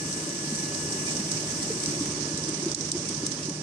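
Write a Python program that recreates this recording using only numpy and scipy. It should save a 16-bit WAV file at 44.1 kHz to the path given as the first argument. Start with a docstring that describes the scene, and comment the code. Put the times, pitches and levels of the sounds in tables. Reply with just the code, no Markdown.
"""Shredder at close range

A single-rotor shredder runs in a workshop, heard close above the hopper through two hand-held ports.
Noise rumbles in the housing and hisses as six knife rows a turn grind chips; sines make gear buzz and whine.
Lumps crack on the knives (bright noise bursts), some thud on the hopper (decaying sines) and one rubs its wall
(narrow noise). The ports colour grinding, buzz and cracks; a limiter ducks everything around loud peaks."""
import sys
import numpy as np
from scipy import signal
from scipy.fft import rfft, irfft, next_fast_len
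from scipy.io import wavfile
from scipy.ndimage import minimum_filter1d

SR = 44100
rng = np.random.default_rng(int(sys.argv[2]) if len(sys.argv) > 2 else 0)


def to_wav(s):
    """Save 16-bit WAV."""
    ch = np.atleast_2d(s).T  # columns
    pcm = np.round(np.clip(ch, -1, 1) * 32767)  # PCM
    wavfile.write(sys.argv[1], SR, pcm.astype(np.int16))


N = 159642
TIME_S = np.arange(N) / SR
TURNS_PER_S = 5.835

# Treble colour of the two ports. Each row: frequency in Hz, left gain in dB, right gain in dB.
PORT_COLOUR = [(685, -33, -31), (1130, -12, -12), (1430, -16, -14), (1680, -14, -15), (2300, -12, -12),
               (2750, -16, -12.5), (3780, -18, -12), (5070, -18, -3), (5800, -10, 0), (6600, -11, -4),
               (7300, -8, -9.5), (8000, -2, -12.5), (8400, -2, -14.5), (8800, -6, -17), (9300, -11, -22),
               (10180, -17.5, -25), (11050, -20, -29.5), (11840, -30, -46), (14200, -31.5, -56),
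               (15000, -35, -64), (15700, -42, -70)]


def amp(db):
    """dB to gain."""
    return 10 ** (np.asarray(db) / 20)


def unit(x):
    """Scale to rms 1."""
    return x / np.sqrt(np.mean(x ** 2))


def in_time(rows):
    """Columns of a table as curves, one value per sample."""
    s, *columns = np.transpose(rows)
    return [np.interp(TIME_S, s, column) for column in columns]


def at_hz(points, hz):
    """Columns of a spectrum read on a log-frequency axis."""
    f, *columns = np.transpose(points)
    return np.array([np.interp(np.log(hz + 1), np.log(f), column) for column in columns])


def sides(pan_db):
    """Left and right gain of a left-minus-right balance in dB."""
    return amp(np.outer([.5, -.5], pan_db))


def drift(rate):
    """Random wander of rms 1: noise through two equal one-pole lowpasses with corners at rate, in Hz."""
    step = 40   # samples between the drawn values
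    r = np.exp(-2 * np.pi * rate * step / SR)
    noise = rng.standard_normal(N // step + 2002)
    slow = signal.lfilter([1], [1, -2 * r, r * r], noise)[2000:]   # drop the settling
    return np.interp(np.arange(N) / step, np.arange(len(slow)), unit(slow))


def colour(x, spectrum):
    """Filter the channels by a dB spectrum."""
    size = next_fast_len(N + SR // 10)
    gain = amp(at_hz(spectrum, np.fft.rfftfreq(size, 1 / SR)))
    return irfft(rfft(x, size) * gain, size)[:, :N]


def pair():
    """White noise in two ports, alike in the bass, nearly unrelated through most of the treble."""
    # Each row: frequency in Hz, left-right correlation from -1 to 1.
    likeness = [(60, 1), (130, 0.97), (290, 0.98), (640, 0.86), (1410, -0.1), (3100, -0.034),
                (6820, -0.013), (15000, -0.19)]
    mid, side = rfft(rng.standard_normal((2, N)))
    alike = np.clip(at_hz(likeness, np.fft.rfftfreq(N, 1 / SR)), -1, 1)
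    shared = np.sqrt(.5 + alike / 2) * mid
    opposed = np.sqrt(.5 - alike / 2) * side
    return irfft(shared + opposed * [[1], [-1]], N)


def patchy(x, edges_hz, patchy_db, rate):
    """Split into bands; each flickers partly alone, partly with all."""
    spectrum, hz = rfft(x), np.fft.rfftfreq(N, 1 / SR)
    together, out = drift(rate), 0
    for low, high in zip(edges_hz, edges_hz[1:]):
        band = irfft(spectrum * ((hz >= low) & (hz < high)), N)
        out = out + band * amp(patchy_db * (0.35 * together + drift(rate)))
    return out


def knife_swell():
    """Gain that swells in a rounded hump as each knife row passes, a little unevenly."""
    # Swell of each of the six knife rows in turn, in dB.
    rows_db = [1.6, 0.32, 0.78, 0.75, 0.75, 0.45]
    first_knife_s, width_s, uneven_db = 0.0031, 0.0075, 1
    rows_per_s = TURNS_PER_S * len(rows_db)
    passes = (TIME_S - first_knife_s) * rows_per_s
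    near = np.round(passes).astype(int)
    count = near.max() + 1
    swell_db = np.resize(rows_db, count) + uneven_db * rng.standard_normal(count)
    hump = np.exp(-((passes - near) / (rows_per_s * width_s)) ** 2)
    return amp(swell_db[near] * hump)


def small_chips(swell):
    """Chips snap at random, more often as the knives swell; each is a short decaying noise."""
    chips_per_s, spread_db, decay_s = 300, 3.5, .002   # rate is at a swell of 0 dB
    born = rng.random(N) < chips_per_s * swell ** 2 / SR
    sizes = born * amp(spread_db * np.minimum(rng.exponential(1, N), 5))
    return signal.lfilter([1], [1, -np.exp(-1 / (decay_s * SR))], sizes) * pair()


def gear_buzz():
    """Gear teeth meshing: sines at multiples of a wandering tooth rate, each wavering at each port."""
    # Each row: multiple of the tooth rate, left level in dB, right level in dB,
    # before the port colour and the buzz level.
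    partials = [(3, -11, -10), (6, -13, -14), (9, -9, -10), (14, -17, -22), (15, -17, -22), (17, -21, -20),
                (18, -12, -8), (19, -18, -18), (20, -7, -10.5), (21, -16, -14), (23, -16, -15),
                (24, -18, -14), (25, -17, -16), (26, -11.5, -9.5), (27, -18, -18), (30, -15, -18)]
    # Each row: time in seconds, level of the whole buzz in dB.
    buzz_level = [(0, 1.5), (1.0, 4.5), (1.8, -4), (2.3, 2.5), (2.8, -6), (3.62, 0)]
    teeth, wander_hz, waver_db = 55, .3, 2.0
    tooth_hz = TURNS_PER_S * teeth + wander_hz * drift(3.74)
    phase = 2 * np.pi * np.cumsum(tooth_hz) / SR
    buzz = 0
    for multiple, left_db, right_db in partials:
        waver = waver_db * np.array([drift(1.5), drift(7.3)])
        tone = np.sin(multiple * phase + rng.uniform(0, 2 * np.pi, (2, 1)))
        buzz = buzz + amp(np.array([[left_db], [right_db]]) + waver) * tone
    return amp(in_time(buzz_level)[0]) * colour(buzz, PORT_COLOUR)


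def turn_left_port(sound):
    """The hand turns the left port away, a crossfade to a sound with its upper treble cut."""
    # Each row: frequency in Hz, gain once turned in dB.
    turned_colour = [(1000, 1.5), (2500, -2), (4500, 0), (6500, -2.5), (7700, -5.5), (8700, 0.5),
                     (10000, -0.5), (12000, -9), (15000, -24)]
    start_s, lasts_s = 1.87, 0.32
    turned = np.clip((TIME_S - start_s) / lasts_s, 0, 1)
    left = (1 - turned) * sound[0] + turned * colour(sound[:1], turned_colour)[0]
    return np.array([left, sound[1]])


def grinding():
    """Hiss flickers by band and swells with each knife row, joined by snapping chips and the gear buzz."""
    # Each row: time in seconds, level in dB, left-minus-right balance in dB.
    grind_level = [(0, -34, 1.5), (.4, -33.5, -0.5), (.8, -33, 1), (1.2, -33, -0.5), (1.6, -32.5, -1),
                   (2.05, -32, 0), (2.25, -34, -4), (2.6, -33.5, -2.5), (3.0, -34, -3.5),
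                   (3.35, -35.5, -3.5), (3.5, -37, -3.5), (3.62, -38.5, -5.5)]
    chips_db, patchy_db = -12.5, 1.0
    swell = knife_swell()
    hiss = patchy(pair(), np.geomspace(500, 16500, num=13), patchy_db, rate=15.4)
    chips = amp(chips_db) * unit(small_chips(swell))
    ground = unit(colour(hiss * swell + chips, PORT_COLOUR))
    level_db, pan_db = in_time(grind_level)
    return amp(level_db) * sides(pan_db) * turn_left_port(ground + gear_buzz())


def drive_hums():
    """Low sines of the drive whose level and pitch waver."""
    # Each row: pitch in Hz, rms level in dB before the waver.
    hum_table = [(151, -43), (576, -58)]
    waver_db, wander = 3, 0.0053   # wander as a share of the pitch
    hums = 0
    for hz, db in hum_table:
        level = amp(db + waver_db * drift(21.0))
        phase = 2 * np.pi * hz * np.cumsum(1 + wander * drift(6.35)) / SR
        hums = hums + level * np.sqrt(2) * np.sin(phase)
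    return hums


def rumble():
    """Noise shaped by the housing, flickering by band, with the hums of the drive."""
    # Each row: time in seconds, level in dB.
    rumble_level = [(0.0, -36), (0.21, -36), (0.41, -36.5), (0.93, -35), (1.35, -35), (1.75, -34.5),
                    (2.52, -35), (2.78, -35.5), (3.37, -37.5), (3.47, -37), (3.62, -38.5)]
    # Each row: frequency in Hz, relative gain in dB.
    housing_colour = [(13, -58), (22, -36), (49, -23), (108, -6.5), (146, -8), (174, -3.5), (200, -2),
                      (243, -5.5), (311, -0.5), (392, -5.5), (511, -15), (578, -11.5), (702, -19.5),
                      (948, -18.5), (1400, -27.5), (1950, -23), (3300, -120)]
    patchy_db = .9
    noise = patchy(pair(), np.geomspace(15, 1800, num=13), patchy_db, rate=14.5)
    level_db, = in_time(rumble_level)
    return amp(level_db) * unit(colour(noise, housing_colour)) + drive_hums()


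def whine():
    """A thin, slowly sagging motor sine whose level wavers; a fainter one just above makes it beat."""
    # Each row: time in seconds, level in dB before the waver, left-minus-right balance in dB.
    whine_level = [(0, -45, 1), (.3, -47, 3), (.6, -44, 0), (.95, -46, 8), (1.11, -43.5, 0),
                   (1.16, -50.5, -0.5), (1.35, -50, 0), (1.5, -45.5, 1), (1.7, -50.5, 0), (1.8, -52, -3),
                   (1.95, -52.5, -6), (2.15, -53, -4), (2.28, -47.5, -6), (2.42, -47, 2), (2.55, -55, 2),
                   (2.8, -62, -8), (3.05, -58, -9), (3.25, -47, 5), (3.36, -57, 4), (3.44, -52, 4),
                   (3.53, -57, -2), (3.62, -49, -11)]
    start_hz, sag_hz_per_s = 1709.5, 1.4
    companion_above_hz, companion_db = 27, -10
    waver_db, left_phase_rad = 1.8, 4.7   # phase offset of the left port
    hz = start_hz - sag_hz_per_s * TIME_S
    tones = 0
    for above_hz, db in [(0, 0), (companion_above_hz, companion_db)]:
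        phase = 2 * np.pi * np.cumsum(hz + above_hz) / SR
        tones = tones + amp(db + waver_db * drift(34.0)) * np.sin(phase + [[left_phase_rad], [0]])
    level_db, pan_db = in_time(whine_level)
    return amp(level_db) * sides(pan_db) * tones


def cracks():
    """Lumps on the knives: ticks and ragged bursts of bright noise, with a quiet tail of the room after."""
    # Each row: start in seconds, level in dB before the band filter and port colour,
    # left-minus-right balance in dB, length in seconds.
    crack_table = [(0.126, -17.5, 2.5, 0.016), (.291, -20, 6, 0.006), (0.35, -32, 0, 0.005),
                   (0.549, -21, 7, 0.053), (0.746, -14.5, -2.5, 0.0045), (0.922, -16.5, -1, 0.012),
                   (1.064, -20, -2, 0.071), (1.106, -19, 9, .004), (1.15, -19, 2, 0.0088),
                   (1.167, -16, -1, 0.0051), (1.245, -18, 0, 0.002), (1.315, -14, 0, 0.008),
                   (1.405, -23, 5, .008), (1.514, -19.5, 0.5, 0.011), (1.628, -15, 4, 0.011),
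                   (1.8008, -15.5, 3, 0.0069), (1.835, -20, 0, 0.0081), (1.859, -15, 2, 0.006),
                   (2.205, -26.5, -11, 0.034), (2.3745, -16.5, 5, 0.0087), (2.437, -19, -4, 0.0078),
                   (2.488, -20, 3, 0.01), (2.657, -17, 4, 0.0065), (2.715, -18, -8, 0.0075),
                   (2.7462, -4.5, -3, 0.0061), (2.792, -24, -4, .003), (2.809, -18, -9, 0.0049),
                   (2.888, -25, -11, .008), (2.9158, -5.5, 1, .006), (2.977, -27, -6, 0.016),
                   (3.076, -31, -4, 0.0031), (3.0876, -15, 2, 0.0027), (3.091, -13, 2, 0.0028),
                   (3.113, -30, -4, .003), (3.144, -23.5, -14, .008), (3.2636, -13, 6, 0.008),
                   (3.317, -19.5, -12, 0.0079), (3.428, -26, -4, 0.0027), (3.454, -20, -3, .004),
                   (3.495, -18, -2, 0.0044)]
    # Sag over the length of a crack in dB: left row, then right row.
    sag_db = [
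        [12.0],
        [6.0],
    ]
    attack_s, fade_s, ragged_db = 0.00093, 0.003, 2.5
    tail_db, tail_s = -21, 0.056   # level against the crack, decay time constant
    tick_db, tick_s = 2, .002      # the same for the tick of a hard crack
    tick_follows, hard_crack_db = .8, -10   # dB of tick lost per dB that a crack is below hard
    low_hz, high_hz = 3570, 10600
    envelope = np.zeros((2, N + SR))
    t = np.arange(SR // 5) / SR
    for s, db, pan_db, length in crack_table:
        burst = amp(-np.array(sag_db) * t / length) * np.exp(-np.maximum(t - length, 0) / fade_s)
        tail = amp(tail_db) * np.exp(-t / tail_s)
        tick = amp(tick_db + tick_follows * min(db - hard_crack_db, 0)) * np.exp(-t / tick_s)
        shape = np.minimum(t / attack_s, 1) * (burst + tail + tick)
        start = int(s * SR)
        envelope[:, start:start + len(t)] += amp(db) * sides([pan_db]) * shape
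    ragged_noise = amp(ragged_db * drift(270.0)) * pair()
    band = signal.butter(4, [low_hz, high_hz], "band", fs=SR, output="sos")
    return colour(signal.sosfilt(band, envelope[:, :N] * ragged_noise), PORT_COLOUR)


def thuds():
    """Some lumps thud on the hopper: each thud is a decaying sine with a soft rise at its own pitch."""
    # Each row: start in seconds, level in dB before the rise and decay, pitch in Hz.
    thud_table = [(0.164, -22.5, 222), (0.523, -16, 217), (0.633, -19, 282), (0.844, -22, 157),
                  (0.979, -36, 159), (1.086, -24, 243), (1.195, -16.5, 198), (1.349, -17, 152),
                  (1.701, -15, 441), (1.876, -16, 292), (1.924, -17, 340), (1.97, -18.5, 336),
                  (2.008, -12.5, 294), (2.084, -17, 157), (2.341, -16.5, 192), (2.488, -16.5, 300),
                  (2.662, -11, 338), (2.677, -18, 312), (2.776, -19, 312), (2.949, -14.5, 339),
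                  (3.174, -21, 150), (3.234, -14.5, 300), (3.484, -16.5, 299)]
    t60_s, rise_s = 0.056, 0.0048   # time to fall 60 dB, time constant of the rise
    out, t = np.zeros(N + SR), np.arange(SR // 5) / SR
    for s, db, hz in thud_table:
        envelope = amp(db - 60 * t / t60_s) * (1 - np.exp(-t / rise_s))
        start = int(s * SR)
        out[start:start + len(t)] += envelope * np.sin(2 * np.pi * hz * t)
    return out[:N]


def squeak():
    """A lump rubs on the wall: narrow noise under a rounded swell."""
    start_s, length_s = 1.055, .055
    centre_hz, width_hz, level_db = 2365, 70, -38
    edges_hz = [centre_hz - width_hz / 2, centre_hz + width_hz / 2]
    band = signal.butter(2, edges_hz, "band", fs=SR, output="sos")
    part = np.clip((TIME_S - start_s) / length_s, 0, 1)
    return amp(level_db) * np.sin(np.pi * part) * unit(signal.sosfilt(band, pair()))


def scene():
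    """All sources at the two ports."""
    return grinding() + rumble() + whine() + cracks() + thuds() + squeak()


def record(dry):
    """A look-ahead limiter ducks both ports together around loud peaks; a steep lowpass cuts the top."""
    ceiling_db, squeeze = -11.5, 0.85   # squeeze: share of the excess taken off
    release_db_per_s, attack_s, ahead_s = 171, 0.0013, 0.011
    cutoff_hz = 15730
    peak_db = 20 * np.log10(np.abs(dry).max(0) + 1e-9)
    over_db = np.maximum(peak_db - ceiling_db, 0)
    # after each peak the excess falls at a constant rate in dB
    fall = release_db_per_s * TIME_S
    held = np.maximum(np.maximum.accumulate(over_db + fall) - fall, 0)
    # the largest excess within the look-ahead window
    half = int(ahead_s * SR / 2)
    ahead = -minimum_filter1d(-held, 2 * half + 1, origin=-half)
    r = np.exp(-1 / (attack_s * SR))
    duck_db = squeeze * signal.lfilter([1 - r], [1, -r], ahead)
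    lowpass = signal.ellip(12, .5, 70, cutoff_hz, fs=SR, output="sos")
    return signal.sosfilt(lowpass, dry * amp(-duck_db))


dry = scene()
out = record(dry)
to_wav(out)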